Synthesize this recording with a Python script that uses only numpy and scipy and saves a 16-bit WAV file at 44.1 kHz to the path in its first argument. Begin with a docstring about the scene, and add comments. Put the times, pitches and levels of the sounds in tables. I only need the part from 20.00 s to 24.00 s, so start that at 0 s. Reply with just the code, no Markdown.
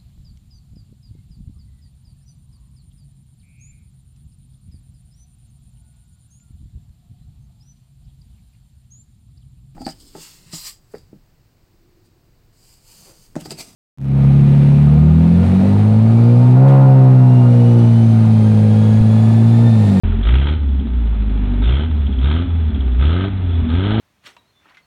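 """A car engine booms and burbles at low speed, then revs up in five short presses of the pedal.
It has four cylinders and no silencer, and is heard outdoors from the driver's window.
Each firing booms down the exhaust and rings the pipe, over the clatter of the engine block.
With the pedal down the gas barks, rasps and hisses; the first press has a few sharp cracks.
The boom dips around pedal changes and as a cylinder misfires while coasting. A house wall answers."""
import sys
import numpy as np
from scipy import signal
from scipy.fft import rfft, irfft, next_fast_len
from scipy.io import wavfile
from scipy.ndimage import map_coordinates

SR = 44100
rng = np.random.default_rng(int(sys.argv[2]) if len(sys.argv) > 2 else 0)


def put_to_file(sound):
    """Save the sound as 16-bit audio at rate SR, in the file named by the first command-line argument."""
    columns = np.atleast_2d(sound).T  # one column per channel
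    safe = np.clip(columns, -1, 1)
    whole_steps = np.round(safe * 32767)
    wavfile.write(sys.argv[1], SR, whole_steps.astype(np.int16))


N = 176400  # 4 seconds

# The exhaust's boom. Each row: time in seconds, base level in dB.
BOOM_LEVEL = [(.04, -16.5), (.2, -16.5), (.28, -10), (.35, -8.5), (.42, -13), (.57, -16), (.7, -14.5),
              (1, -14.5), (1.58, -16.5), (1.68, -10), (1.85, -18), (1.93, -14), (2.17, -15.5), (2.27, -11),
              (2.44, -19), (2.6, -13.5), (2.75, -15.5), (2.95, -14), (3.03, -10), (3.2, -18), (3.35, -20),
              (3.6, -13.5), (3.69, -17), (3.75, -13.5), (3.87, -18), (4, -18)]
# Pedal presses. Each row: start and release in seconds, strength in dB,
# change while held in dB per second, hiss in dB relative to that strength.
PRESSES = [(0.228, 0.527, 0, -10.5, -42), (1.615, 1.824, 0.5, -19, -39), (2.209, 2.409, 0, -22, -41.5),
           (2.984, 3.254, -1, -11.5, -43), (3.677, 4.1, -4, 2.5, -40)]
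# The tone of the rasp and the cracks. Each row: frequency in Hz, relative level in dB.
RASP_TONE = [(200, -12), (400, -17.5), (480, -6), (780, -11), (930, -7.5), (1100, -16.5), (1260, -2.5),
             (1380, -9), (1550, -5.5), (1780, -16), (2050, -12.5), (2600, -17.5), (3200, -10.5),
             (3900, -17.5)]
MID_SPEED = 88.1  # firings per second; bark and rasp grow above this speed and fade below it


def amp(db):
    """Turn decibels into a gain."""
    return 10 ** (np.asarray(db) / 20)


def unit(x):
    """Scale a signal to an average power of 1."""
    return x / np.sqrt(np.mean(x ** 2) + 1e-20)


def level_at(tone, hz):
    """Read a level between (Hz, dB) rows, on a logarithmic frequency scale."""
    freqs, levels = np.transpose(tone)
    return np.interp(np.log(hz + 1), np.log(freqs + 1), levels)


def clock():
    """The time of every sample in seconds."""
    return np.arange(N) / SR


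def curve(rows):
    """Join (seconds, value) rows with straight lines."""
    return np.interp(clock(), *np.transpose(rows))


def wobble(rate):
    """A smooth curve through `rate` random values a second."""
    return map_coordinates(rng.standard_normal(4096), [np.arange(N) * rate / SR], mode="wrap")


def filtered(x, gain_at):
    """Scale each frequency in x by gain_at(hz)."""
    size = next_fast_len(N + SR // 2)
    return irfft(rfft(x, size) * gain_at(np.fft.rfftfreq(size, 1 / SR)), size)[:N]


def coloured(x, tone):
    """Give x a tone from (Hz, dB) rows, at an average power of 1."""
    return unit(filtered(x, lambda hz: amp(level_at(tone, hz))))


def exhaust(count, speed, load, lost_db):
    """Each firing sends a pressure wave down the exhaust: a round boom that sharpens under load."""
    # Overtones when coasting (soft) and under load (hard). Each row: frequency in Hz, base level in dB.
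    soft_tone = [(80, -15), (98, -25), (115, -38), (170, -39.5), (200, -27), (300, -63), (450, -84)]
    hard_tone = [(95, -27), (125, -10), (160, -25), (220, -24.5), (290, -28.5), (390, -30.5), (480, -41),
                 (900, -61.5)]
    phase = 2 * np.pi * count
    slip = 0.087 * lost_db  # radians that a stumble shifts the wave
    boom = amp(curve(BOOM_LEVEL) - lost_db + .6 * wobble(40)) * np.cos(phase + .5 + slip)
    push = load * amp(0.34 * (speed - MID_SPEED) + 0.33 * wobble(71))
    coasting = 1 - np.clip(load, 0, 1)
    overtones = np.zeros(N)
    for k in range(2, 14):
        hz = k * speed
        soft = coasting * amp(level_at(soft_tone, hz) + 0.91 * wobble(23))
        hard = push * amp(level_at(hard_tone, hz))
        angle = k * (phase + 0.015 * k * wobble(110))  # higher overtones are rougher
        # Overtones below the pipe's lowest resonance flatten the wave's peaks.
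        lag = np.pi * np.clip((145 - hz) / 40, 0, 1)
        overtones += soft * np.sin(angle) + hard * np.cos(angle + lag)
    throb = 1 + 0.1 * np.cos(phase / 4) + 0.14 * np.cos(phase / 2)
    return np.sqrt(2) * (boom + overtones) * throb


def pipe_ring(count, speed, lost_db):
    """The open pipe sings on the overtones that pass its two resonances, more so in a stumble."""
    # The pipe's ring. Each row: time in seconds, base level in dB.
    ring_level = [(.04, -25.5), (.2, -22.5), (.27, -52.5), (.58, -37.5), (.65, -27.5), (.8, -31),
                  (.95, -28.5), (1.28, -29.5), (1.5, -24), (1.62, -24.5), (1.7, -47), (1.88, -28),
                  (2.14, -25), (2.3, -33), (2.44, -29), (2.53, -36.5), (2.78, -25), (3.05, -34.5),
                  (3.6, -32.5), (3.68, -18.5), (3.82, -29)]
    # The main resonance drifts with the heat of the gas. Each row: time in seconds, pitch in Hz.
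    pipe_pitch = [(.2, 214.4), (.55, 249), (.8, 204.7), (.93, 248.5), (1.25, 206.7), (1.45, 239),
                  (1.9, 241.7), (2.12, 208.3), (2.45, 259.6), (2.7, 224.5), (2.9, 220.4), (3.3, 300),
                  (3.64, 226.4), (4, 291)]
    half_width_hz, upper_hz = 25.1, 379.3
    phase = 2 * np.pi * count
    multiples = np.arange(4, 21)[:, None] / 2  # of the firing rate, in halves
    # The in-between multiples (2.5, 3.5, ..) stay weak until the boom stumbles.
    drive = np.where(multiples % 1 > 0, np.minimum(amp(-13 + 2 * lost_db), 1), 1)
    resonance = lambda hz: 1 / (1 + 1j * (multiples * speed - hz) / half_width_hz) ** 2
    gains = drive * (resonance(curve(pipe_pitch)) + amp(-19) * resonance(upper_hz))
    waves = np.exp(1j * multiples * (phase + 0.036 * wobble(45)))
    ring = np.real(gains * waves).sum(axis=0) / np.linalg.norm(gains, axis=0)
    throb = 1 + 0.3 * np.cos(phase / 4)
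    return ring * throb * amp(curve(ring_level) + .58 * lost_db + 1.8 * wobble(36))


def firings(count, speed, scatter_db, uneven):
    """One click per firing, with the same average power at any engine speed."""
    # The four cylinders in firing order. Each value: strength in dB, before scaling by `uneven`.
    cylinders = [7.5, -4.5, -2.5, -0.5]
    at = np.flatnonzero(np.diff(np.floor(count)) > 0)
    db = scatter_db * rng.standard_normal(1024)[:len(at)] + uneven * np.resize(cylinders, len(at))
    clicks = np.zeros(N)
    clicks[at] = amp(db) / np.sqrt(speed[at])
    return clicks


def puffs(clicks, decay_s, steady):
    """Noise that flares at every firing, above a steady floor."""
    t = np.arange(SR // 16) / SR
    flare = unit(signal.fftconvolve(clicks, np.exp(-t / decay_s))[:N])
    return unit((flare + steady) * rng.standard_normal(N))


def knocks(clicks, decay_s):
    """The same short metallic ring at every firing."""
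    t = np.arange(SR // 16) / SR
    ring = np.exp(-t / decay_s) * rng.standard_normal(len(t))
    return unit(signal.fftconvolve(clicks, ring)[:N])


def clatter(count, speed):
    """The engine block clatters and rumbles and the valves tick, all the time."""
    # Loudness of the block's clatter and the valves' ticks. Each row: time in seconds, level in dB.
    clatter_level = [(0, -34), (.3, -40.5), (.65, -44.5), (1.2, -41.5), (1.55, -38), (2, -41.5),
                     (3.35, -41), (3.6, -38.5)]
    tick_level = [(0, -53.5), (1.5, -52.5), (2.1, -48), (3.35, -53.5), (3.52, -41.5), (3.65, -47.5)]
    # The tones of the three noises. Each row: frequency in Hz, relative level in dB.
    clatter_tone = [(200, -24), (385, 1), (470, -9.5), (600, -10), (740, -8.5), (920, -8), (1050, -15.5),
                    (1300, -10.5), (1750, -16.5), (3100, -18.5), (3900, -25)]
    tick_tone = [(1800, -31), (3250, -4), (3420, 9.5), (3600, -6.5), (3900, -10.5)]
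    rumble_tone = [(15, -36.5), (60, 6), (125, -12), (270, -3.5), (330, -21), (390, -12.5), (480, -28.5),
                   (900, -40.5)]
    clicks = firings(count, speed, scatter_db=0.7, uneven=0.73)
    metal = puffs(clicks, decay_s=0.018, steady=3.6) + 0.27 * knocks(clicks, decay_s=0.013)
    block = coloured(metal, clatter_tone)
    ticks = coloured(puffs(clicks, decay_s=0.0056, steady=1.8), tick_tone)
    rumble = coloured(puffs(clicks, decay_s=0.0087, steady=0.12), rumble_tone)
    return amp(curve(clatter_level)) * block + amp(curve(tick_level)) * ticks + amp(-29.5) * rumble


def pedal(start, release, db, db_per_s):
    """The load from one press of the pedal: it bites quickly, holds and lets go."""
    open_s, close_s = 0.041, 0.051
    t = clock()
    opening = np.sqrt(np.clip((t - start) / open_s, 0, 1))
    closing = np.clip(1 - (t - release) / close_s, 0, 1)
    held_s = np.clip(t - start, 0, release - start)
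    return opening * closing * amp(db + db_per_s * held_s)


def rasp(count, speed, load):
    """Gas rushes out of the pipe in rough puffs while the pedal is down."""
    clicks = firings(count, speed, scatter_db=-2.1, uneven=0.27)
    gas = puffs(clicks, decay_s=0.0075, steady=0.25) + 0.45 * knocks(clicks, decay_s=0.007)
    return amp(0.0872 * (speed - MID_SPEED) - 28) * load * coloured(gas, RASP_TONE)


def crackle(count, speed, load):
    """The strongest pressure waves tear the gas into a broad, bright crackle."""
    # The tone of tearing gas. Each row: frequency in Hz, relative level in dB.
    crackle_tone = [(1000, -26.5), (2000, -2.5), (2800, -1), (3600, -18.5)]
    clicks = firings(count, speed, scatter_db=1, uneven=.4)
    gas = puffs(clicks, decay_s=.008, steady=.5)
    return amp(2 * curve(BOOM_LEVEL) - 18) * load * coloured(gas, crackle_tone)


def hiss(count):
    """A narrow hiss rides on each press, sinking in pitch and pulsing with the firings."""
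    start_hz, sink_hz_per_s, width_hz = 3548, 1800, 520
    sound = np.zeros(N)
    for start, release, db, db_per_s, hiss_db in PRESSES:
        pitch = start_hz - sink_hz_per_s * np.clip(clock() - start, 0, .2)
        low_noise = wobble(width_hz) + 1j * wobble(width_hz)
        band = np.real(low_noise * np.exp(2j * np.pi * np.cumsum(pitch) / SR))  # moved up to the pitch
        sound += amp(hiss_db) * pedal(start, release, db, db_per_s) * band
    return sound * (1 + .5 * np.sin(2 * np.pi * count))


def bursts(rows, tone, rise_s, decay_s):
    """A short noise that swells and dies away, once per row."""
    shape = np.zeros(N)
    for start, db in rows:
        age = np.maximum(clock() - start, 0)
        shape += amp(db) * (1 - np.exp(-age / rise_s)) * np.exp(-age / decay_s)
    return shape * coloured(rng.standard_normal(N), tone)


def coughs():
    """A single cylinder coughs now and then at lower speeds."""
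    # The coughs. Each row: start in seconds, strength in dB.
    events = [(.229, -27.5), (.795, -33), (2.066, -31), (2.125, -34), (2.185, -28.5), (2.68, -36.5),
              (2.745, -30), (2.805, -27.5), (2.862, -39), (2.918, -32)]
    # Their tone. Each row: frequency in Hz, relative level in dB.
    cough_tone = [(100, -15.5), (500, -2.5), (1300, -12), (2500, -4.5), (3400, 17.5), (4100, -17.5)]
    return bursts(events, cough_tone, rise_s=.003, decay_s=0.0052)


def wall_echo(x, delay_s, fade_s):
    """A house wall scatters the sound back; the echo falls 60 dB in fade_s."""
    t = np.arange(SR // 2) / SR
    tail = rng.standard_normal(len(t)) * amp(-60 * t / fade_s) * (t > delay_s)
    return signal.fftconvolve(x, tail / np.linalg.norm(tail))[:N]


def cracks():
    """A few sharp cracks in the first press: an overload tick, then exhaust pops."""
    # The cracks. Each row: start in seconds, strength in dB.
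    events = [(.339, -21), (.353, -22), (.415, -29), (.488, -22.5)]
    return bursts(events, RASP_TONE, rise_s=0.00044, decay_s=0.0075)


def stumbles():
    """Brief dips in the boom at listed times: around pedal changes, and misfires while coasting."""
    # The dips. Each row: middle in seconds, depth in dB, half-length in seconds.
    dips = [(0.583, 13.5, 0.0056), (0.86, 9, 0.035), (1.892, 13.5, 0.006), (2.095, 13, 0.0066),
            (2.161, 6, 0.011), (2.467, 10, 0.015), (2.714, 16.5, 0.014), (2.779, 12.5, 0.0094),
            (2.834, 3.5, 0.012), (2.903, 0, 0.017), (3.296, 5, 0.018), (3.624, 13.5, 0.0045),
            (3.665, 9.5, 0.02)]
    return sum(db * np.exp(-((clock() - middle) / half) ** 2) for middle, db, half in dips)


def barks():
    """One cylinder barks in single puffs at high speed."""
    # The barks. Each row: start in seconds, strength in dB.
    events = [(3.243, -27), (3.902, -32.5), (3.938, -23.5), (3.973, -27)]
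    # Their tone. Each row: frequency in Hz, relative level in dB.
    bark_tone = [(400, -31.5), (620, -5.5), (850, -9.5), (1150, -33.5)]
    return bursts(events, bark_tone, rise_s=0.0036, decay_s=.014)


def scene():
    """The whole engine in one channel; only the bright noises get an echo."""
    # Engine speed. Each row: time in seconds, firings per second.
    engine_speed = [(0.04, 40.6), (.22, 46.1), (.33, 63.5), (.47, 73.4), (.56, 78), (.65, 69), (.85, 64.5),
                    (1.11, 53.8), (1.3, 51.7), (1.59, 46.9), (1.76, 69.7), (1.86, 80.7), (2.2, 61.8),
                    (2.3, 74.8), (2.43, 88.4), (2.61, 79.7), (2.8, 68), (2.95, 57.5), (3.13, 84.4),
                    (3.27, 100.2), (3.36, 95), (3.65, 79), (3.71, 79.6), (3.86, 100.6), (4, 112.7)]
    speed = curve(engine_speed)
    count = np.cumsum(speed * (1 + .006 * wobble(30))) / SR  # firings so far, slightly unsteady
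    load = sum(pedal(*press[:4]) for press in PRESSES)
    lost_db = stumbles()
    bright = rasp(count, speed, load) + crackle(count, speed, load) + hiss(count)
    bright += cracks() + coughs() + barks()
    bright += amp(-10) * wall_echo(bright, delay_s=0.012, fade_s=0.47)
    engine = exhaust(count, speed, load, lost_db) + pipe_ring(count, speed, lost_db)
    return (engine + clatter(count, speed) + bright)[None]


def record(dry):
    """A microphone rounds off the highest peaks, opens just after the start and loses the high treble."""
    # The microphone's response. Each row: frequency in Hz, gain in dB.
    mic_tone = [(15, -5), (32, -0.5), (3700, 1.5), (4000, -0.5), (4200, -8), (4600, -36.5)]
    peak_limit, start_s, top_hz = .75, .035, 4915
    rounded = dry[0] / (1 + np.abs(dry[0] / peak_limit) ** 6) ** (1 / 6)
    dulled = filtered(rounded, lambda hz: amp(level_at(mic_tone, hz)))
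    opened = dulled * np.clip((clock() - start_s) / 0.0015, 0, 1)
    return filtered(opened, lambda hz: hz < top_hz)[None]


dry = scene()
out = record(dry)
put_to_file(out)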